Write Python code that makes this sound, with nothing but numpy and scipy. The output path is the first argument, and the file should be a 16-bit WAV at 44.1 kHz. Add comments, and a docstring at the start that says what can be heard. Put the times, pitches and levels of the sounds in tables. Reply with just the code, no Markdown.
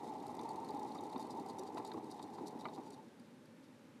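"""A plastic wheel rumbles and whirrs as a hamster runs in it, close by, and stops after three seconds.
Small rolling bumps keep the drum's resonances ringing, and rubbing swells its hollow note. Heavy steps
set it swinging; now and then it knocks on its axle and the hub clicks. Claws excite the track's high
resonances, in an even patter at first, then slipping in short scrapes. At the end a few faint ticks
and the hum of the quiet room are left."""
import sys
import numpy as np
from scipy import signal
from scipy.fft import rfft, irfft
from scipy.io import wavfile
from scipy.ndimage import uniform_filter1d

SR = 44100
rng = np.random.default_rng(int(sys.argv[2]) if len(sys.argv) > 2 else 0)


def int16_out(signal):
    """Quantize to a 16-bit WAV file."""
    q = np.round(np.clip(np.atleast_2d(signal).T, -1, 1) * 32767)
    wavfile.write(sys.argv[1], SR, q.astype(np.int16))


N = 176400

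# broad frequency response of the running track (frequency [Hz], gain [dB])
TRACK_RESPONSE = [(500,-10),(2000,-24),(3200,-5),(4500,2),(6500,1),(9000,2.5),(12000,-3),(14000,-11),(15500,-21)]
# narrow resonances of the track (frequency [Hz], bandwidth [Hz], lift [dB])
TRACK_RESONANCES = [(3715,150,13.5),(4130,110,9),(4380,27,13.5),(4740,156,12.5),(5620,150,4),(5900,27,12),(6950,120,6.5)]
CLAW_MID_DB = -65  # taps and scrapes listed above this level are brighter, those below it duller


def amp(db):
    """Amplitude ratio: a factor of ten for every 20 dB."""
    return 10 ** (np.asarray(db) / 20)


def unit(x):
    """Normalisation to rms 1."""
    return x / np.sqrt(np.mean(x ** 2) + 1e-20)


def add(mix, s, sound):
    """Superposition: a sound joins the mix at s seconds."""
    part = mix[max(round(s * SR), 0):][:len(sound)]
    part += sound[:len(part)]


def envelope(points):
    """Amplitude envelope interpolated from (time [s], level [dB]) points."""
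    return amp(np.interp(np.arange(N) / SR, *np.transpose(points)))


def highpass(x, hz):
    """A second-order high-pass: 12 dB less per octave below the corner."""
    return signal.sosfilt(signal.butter(2, hz, "high", fs=SR, output="sos"), x)


def resonate(x, response, peaks=(), tilt_db=0, size=8192):
    """A body as a minimum-phase filter of unit energy; tilt is per octave above the first track mode."""
    hz = abs(np.fft.fftfreq(size, 1 / SR)) + 1
    point_hz, point_db = np.transpose(response)
    db = np.interp(np.log(hz), np.log(point_hz), point_db)
    db += tilt_db * np.log2(np.maximum(hz / TRACK_RESONANCES[0][0], 1))
    for centre, width, lift in peaks:
        db += lift / (1 + (2 * (hz - centre) / width) ** 2)
    spectrum = np.exp(np.conj(signal.hilbert(np.log(amp(db)))))
    ring = np.fft.ifft(spectrum).real[:size // 2]
    return signal.fftconvolve(x, ring / np.linalg.norm(ring))[:len(x)]


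def grains(n, per_s, spread_db):
    """Shot noise: tiny random impacts of uneven size over a faint hiss, rms 1."""
    size = amp(spread_db * np.minimum(rng.exponential(1, n), 4))
    impacts = size * rng.choice([-1, 1], n) * (rng.random(n) < per_s / SR)
    return unit(impacts + rng.standard_normal(n) / 20)


def wander(bandwidth_hz):
    """Low-passed noise: a smooth random fluctuation, rms 1."""
    hz = np.fft.rfftfreq(N, 1 / SR)
    return unit(irfft(rfft(rng.standard_normal(N)) * np.exp(-(hz / bandwidth_hz) ** 2), N))


def spot_colour(x, depth_db, bands=70):
    """Response depends on the point of contact: each spot of the track has its own spectral ripple."""
    spectrum = rfft(x)
    position = np.linspace(0, bands - 1, len(spectrum))
    ripple = np.interp(position, np.arange(bands), rng.standard_normal(bands))
    return irfft(spectrum * amp(depth_db * ripple), len(x))


def ring_track(force, tilt_db):
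    """Resonance of the track: each paw lands elsewhere and shifts the peaks by about one percent."""
    peaks = [(hz * (1 + .012 * rng.normal()), width, lift) for hz, width, lift in TRACK_RESONANCES]
    return resonate(force, TRACK_RESPONSE, peaks, tilt_db, size=2048)


def strikes(events, modes, scatter, chatter, chatter_s, dulling=0):
    """Modal ringing: chattering blows excite damped modes; with dulling, soft blows lose treble."""
    out, t = np.zeros(N), np.arange(SR // 8) / SR
    hard_db, treble_hz = -44, 872
    for s, db in events:
        tilt_db = dulling * min(db - hard_db, 0)  # per octave above treble_hz
        ring = np.zeros(len(t))
        for hz, mode_db, t60 in modes:
            decay = amp(mode_db + tilt_db * max(np.log2(hz / treble_hz), 0) - 60 * t / t60)
            detuned_hz = hz * (1 + scatter * rng.normal())
            ring += decay * np.sin(2 * np.pi * detuned_hz * t) * rng.choice([-1, 1])
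        force = (t == 0) + chatter * rng.standard_normal(len(t)) * np.exp(-t / chatter_s)
        blow = signal.fftconvolve(ring, force)[:len(t)]
        rms = np.sqrt(np.sum(blow ** 2) / (SR / 100))  # as if all its energy fell in 10 ms
        add(out, s, amp(db) * blow / rms)
    return out


def room():
    """Stationary filtered noise: the room's low hum and faint hiss."""
    # spectrum of the room noise (frequency [Hz], gain [dB])
    hum_spectrum = [(30,-46),(75,-29.5),(100,-13),(135,-9),(190,-6),(235,1),(300,-6),(390,-15),(520,-12),(600,-12.5),(700,-35),(900,-23.5),(1500,-23),(4500,-33.5),(12000,-42),(15000,-56)]
    return amp(-60) * unit(resonate(rng.standard_normal(N + SR), hum_spectrum)[SR:])


def grit():
    """Dense micro-impacts: fine grit under the feet excites the track with a flickering hiss."""
    # envelope of the grit (time [s], level [dB])
    grit_levels = [(0,-71.5),(.6,-72.5),(1.1,-73),(1.9,-73.5),(2.3,-76.5),(2.75,-76.5),(3.05,-81),(3.4,-88)]
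    force = grains(N, per_s=6000, spread_db=3.2) * envelope(grit_levels)
    flicker = amp(3 * wander(bandwidth_hz=70))
    return resonate(force * flicker, TRACK_RESPONSE, TRACK_RESONANCES[:2], tilt_db=-5)


def scrapes():
    """Stick-slip friction: sliding claws catch and chatter; light slips are duller."""
    # claw slips, each at its midpoint (time [s], level [dB] before gain_db)
    slips = [(.887,-65.5),(.955,-64),(1.212,-62.5),(1.314,-60),(1.499,-62),(1.671,-62.5),(1.782,-64),(1.873,-61),(2.118,-61.5),(2.23,-62.5),(2.348,-66),(2.475,-60.5),(2.608,-59.5),(2.745,-61),(2.869,-65),(2.935,-63),(3.645,-74)]
    gain_db, length_s = -1.2, .042
    out, n = np.zeros(N), round(length_s * SR)
    swell = np.sin(np.pi * np.arange(n) / n)
    for s, db in slips:
        catch = amp(3.5 * unit(uniform_filter1d(rng.standard_normal(n), 150)))
        chatter = unit(spot_colour(catch * grains(n, per_s=5400, spread_db=3.8), depth_db=2))
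        force = np.pad(amp(db + gain_db) * swell * chatter, (0, SR // 50))
        add(out, s - length_s / 2, ring_track(force, tilt_db=-5.5 + .12 * (db - CLAW_MID_DB)))
    return out


def claws():
    """Impact excitation: each tap is a tight cluster of clicks on the track; harder taps are brighter."""
    # claw taps (time [s], level [dB] before gain_db)
    taps = [(0.045,-65),(.092,-70),(0.136,-72),(0.182,-76),(0.225,-68),(0.266,-62),(.280,-67),(.314,-66),(0.35,-63),(0.367,-67.5),(.393,-67),(.412,-64),(.433,-64),(0.49,-60),(.514,-66),(.531,-67),(0.558,-64),(0.6,-66.5),(.646,-63),(.687,-61),(0.705,-64),(0.746,-65),(.770,-68),(.794,-62.5),(0.83,-64),(0.882,-67),(0.921,-67),(.947,-64),(0.978,-68),(1.007,-62.5),(1.036,-65),(1.065,-68),(1.097,-64.5),(1.123,-68),(1.178,-64),(1.195,-63),(1.212,-63),(1.226,-63),(1.268,-65),(1.369,-67.5),(1.397,-62.5),(1.46,-64),(1.485,-63),(1.585,-60),(1.592,-54.5),(1.633,-64),(1.744,-66),(1.782,-60),(1.848,-58),(1.874,-61),(1.935,-65),(2.042,-67.5),(2.112,-59),(2.143,-66.5),(2.226,-58.5),(2.471,-58),(2.479,-59),(2.507,-69),(2.904,-62.5),(3.196,-69),(3.455,-72.5)]
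    gain_db, rise_s, t60_s = 3, .0012, .02
    tail_db, tail_t60_s = -19, .045
    out, t = np.zeros(N), np.arange(SR // 10) / SR
    decay = amp(-60 * t / t60_s) + amp(tail_db - 60 * t / tail_t60_s)
    shape = (1 - np.exp(-t / rise_s)) * decay
    for s, db in taps:
        cluster = unit(spot_colour(grains(len(t), per_s=12000, spread_db=3.4), depth_db=3.8))
        force = amp(db + gain_db) * shape / shape.max() * cluster
        add(out, s, ring_track(force, tilt_db=-.8 + .1 * (db - CLAW_MID_DB)))
    return out


def hub_clicks():
    """Free vibration: sharp blows ring the hub's high, quickly damped modes."""
    # blows on the hub (time [s], level [dB] before the output gain)
    clicks = [(.392,-57.5),(.690,-63),(.917,-62.5),(.984,-57.5),(1.128,-63),(1.160,-59.5),(1.773,-59.5),(1.852,-60.5),(1.917,-55.5),(2.194,-63),(2.385,-70),(2.644,-62),(2.655,-61),(2.684,-61.5)]
    # modes of the hub (frequency [Hz], gain [dB], T60 [s])
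    hub_modes = [(3775,17,.026),(4110,15,.018),(4520,12,.018)]
    return amp(-1) * strikes(clicks, hub_modes, scatter=.015, chatter=1, chatter_s=.0038)


def axle_knocks():
    """Free vibration: the drum knocks on its axle; softer blows reach its high modes less."""
    # blows against the axle (time [s], level [dB] before the output gain)
    knocks = [(.393,-52),(.956,-53),(1.160,-50),(1.772,-49),(1.779,-48),(1.799,-52),(1.917,-52),(1.942,-52.5),(1.977,-53.5),(2.197,-53),(2.384,-51.5),(2.654,-44),(2.686,-53.5),(2.779,-53)]
    # modes of the drum (frequency [Hz], gain [dB], T60 [s])
    drum_modes = [(405,-12,.018),(622,-9,.035),(750,-7,.013),(902,6,.017),(1036,-7,.04),(1199,-3,.028),(1370,-9,.018),(1976,-9,.022),(2309,-8,.022),(2870,-19,.018)]
    return amp(3.5) * strikes(knocks, drum_modes, scatter=.014, chatter=.12, chatter_s=.006, dulling=1)


def footfalls():
    """Damped oscillation: a heavy step pushes the drum into a few low, inharmonic swings."""
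    # heavy steps (time [s], level [dB] before gain_db, frequency [Hz])
    steps = [(0.398,-46,330),(0.432,-43.5,331),(0.738,-46.5,292),(.861,-49.5,322),(1.156,-40,260),(1.376,-48.5,370),(1.489,-50,314),(1.594,-43,377),(1.798,-46,319),(1.942,-43,334),(1.973,-45.5,330),(2.027,-48.5,300),(2.087,-48,298),(2.236,-50.5,303),(2.406,-44.5,347),(2.434,-48,306),(2.554,-49.5,278),(2.655,-46,253),(2.784,-46,250)]
    gain_db, rise_s, t60_s = 2.5, .0059, .052
    out, t = np.zeros(N), np.arange(SR // 8) / SR
    shape = (1 - np.exp(-t / rise_s)) * amp(-60 * t / t60_s)
    for s, db, hz in steps:
        swing = np.sin(2 * np.pi * hz * t)
        for ratio, gain in (.77, .41), (1.386, .54):
            swing += gain * np.sin(2 * np.pi * (hz * ratio * t + rng.random()))
        add(out, s, amp(db + gain_db) * swing * shape / shape.max())
    return highpass(out, 108)


def rubs():
    """Friction: where the drum rubs harder, its hollow note swells briefly."""
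    # rubs, each at its peak (time [s], level [dB], frequency [Hz])
    rub_peaks = [(.101,-44.5,875),(.161,-45,857),(.255,-47,835),(.457,-46.5,917),(.508,-47,871),(.585,-44,886),(.629,-47,918),(.702,-45.5,867),(.76,-47,811),(.788,-45,875),(.832,-43.5,844),(.906,-46.5,845),(1.143,-50.5,898),(1.201,-46,874),(1.38,-46.5,908),(1.891,-49.5,872),(2.144,-51.5,853),(2.783,-48.5,783),(2.875,-58.5,899),(2.995,-57.5,879)]
    sigma_s = .009
    out, t = np.zeros(N), np.arange(SR // 10) / SR
    swell = np.exp(-.5 * ((t - t.mean()) / sigma_s) ** 2)
    for s, db, hz in rub_peaks:
        note = np.sqrt(2) * np.sin(2 * np.pi * (hz * t + rng.random()))
        add(out, s - t.mean(), amp(db) * swell * note)
    return out


def rolling():
    """Forced vibration: small random bumps of the turning wheel keep its resonances ringing."""
    # the drum's low resonances (frequency [Hz], gain [dB])
    rumble_response = [(30,-48),(70,-36.5),(92,-16),(115,-13),(190,-8.5),(245,-3),(310,-0.5),(365,-5),(402,-0.5),(450,-7.5),(490,-6.5),(560,-14),(700,-18),(1100,-53.5)]
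    # envelope of the rumble (time [s], level [dB])
    rumble_levels = [(0,-52),(.6,-50.5),(1.4,-50.5),(2.0,-51),(2.2,-55),(2.45,-52),(2.8,-52.5),(3.1,-63),(3.3,-69.5),(3.9,-75.5)]
    # the drum's midrange resonances (frequency [Hz], gain [dB])
    whirr_response = [(300,-46.5),(580,-21.5),(635,-5),(685,-13.5),(750,-2.5),(865,1.5),(960,-6.5),(1050,-7),(1110,-21),(1148,-12.5),(1230,-23.5),(1320,-20),(1500,-45),(1930,-26),(2320,-32.5),(3000,-38.5),(6000,-68)]
    # envelope of the whirr (time [s], level [dB])
    whirr_levels = [(0,-51.5),(.75,-49.5),(1.05,-51),(1.85,-51.5),(2.1,-55),(2.7,-54.5),(2.99,-62),(3.08,-70),(3.3,-74.5)]
    rumble = unit(resonate(grains(N, per_s=500, spread_db=2), rumble_response))
    whirr = unit(resonate(grains(N, per_s=900, spread_db=1.8), whirr_response))
    return rumble * envelope(rumble_levels) + whirr * envelope(whirr_levels)


def scene():
    """Superposition: wheel, feet and room add in one channel."""
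    wheel = rolling() + highpass(axle_knocks() + hub_clicks(), 330) + rubs()
    feet = footfalls() + claws() + grit() + scrapes()
    return (wheel + feet + room())[None]


def record(dry):
    """Band limiting: a linear-phase low-pass removes the highest treble."""
    cutoff_hz = 15400
    lowpass = signal.firwin(511, cutoff_hz, window=("kaiser", 9), fs=SR)
    return signal.oaconvolve(dry, lowpass[None], "same")


dry = scene()
out = record(dry)
int16_out(out)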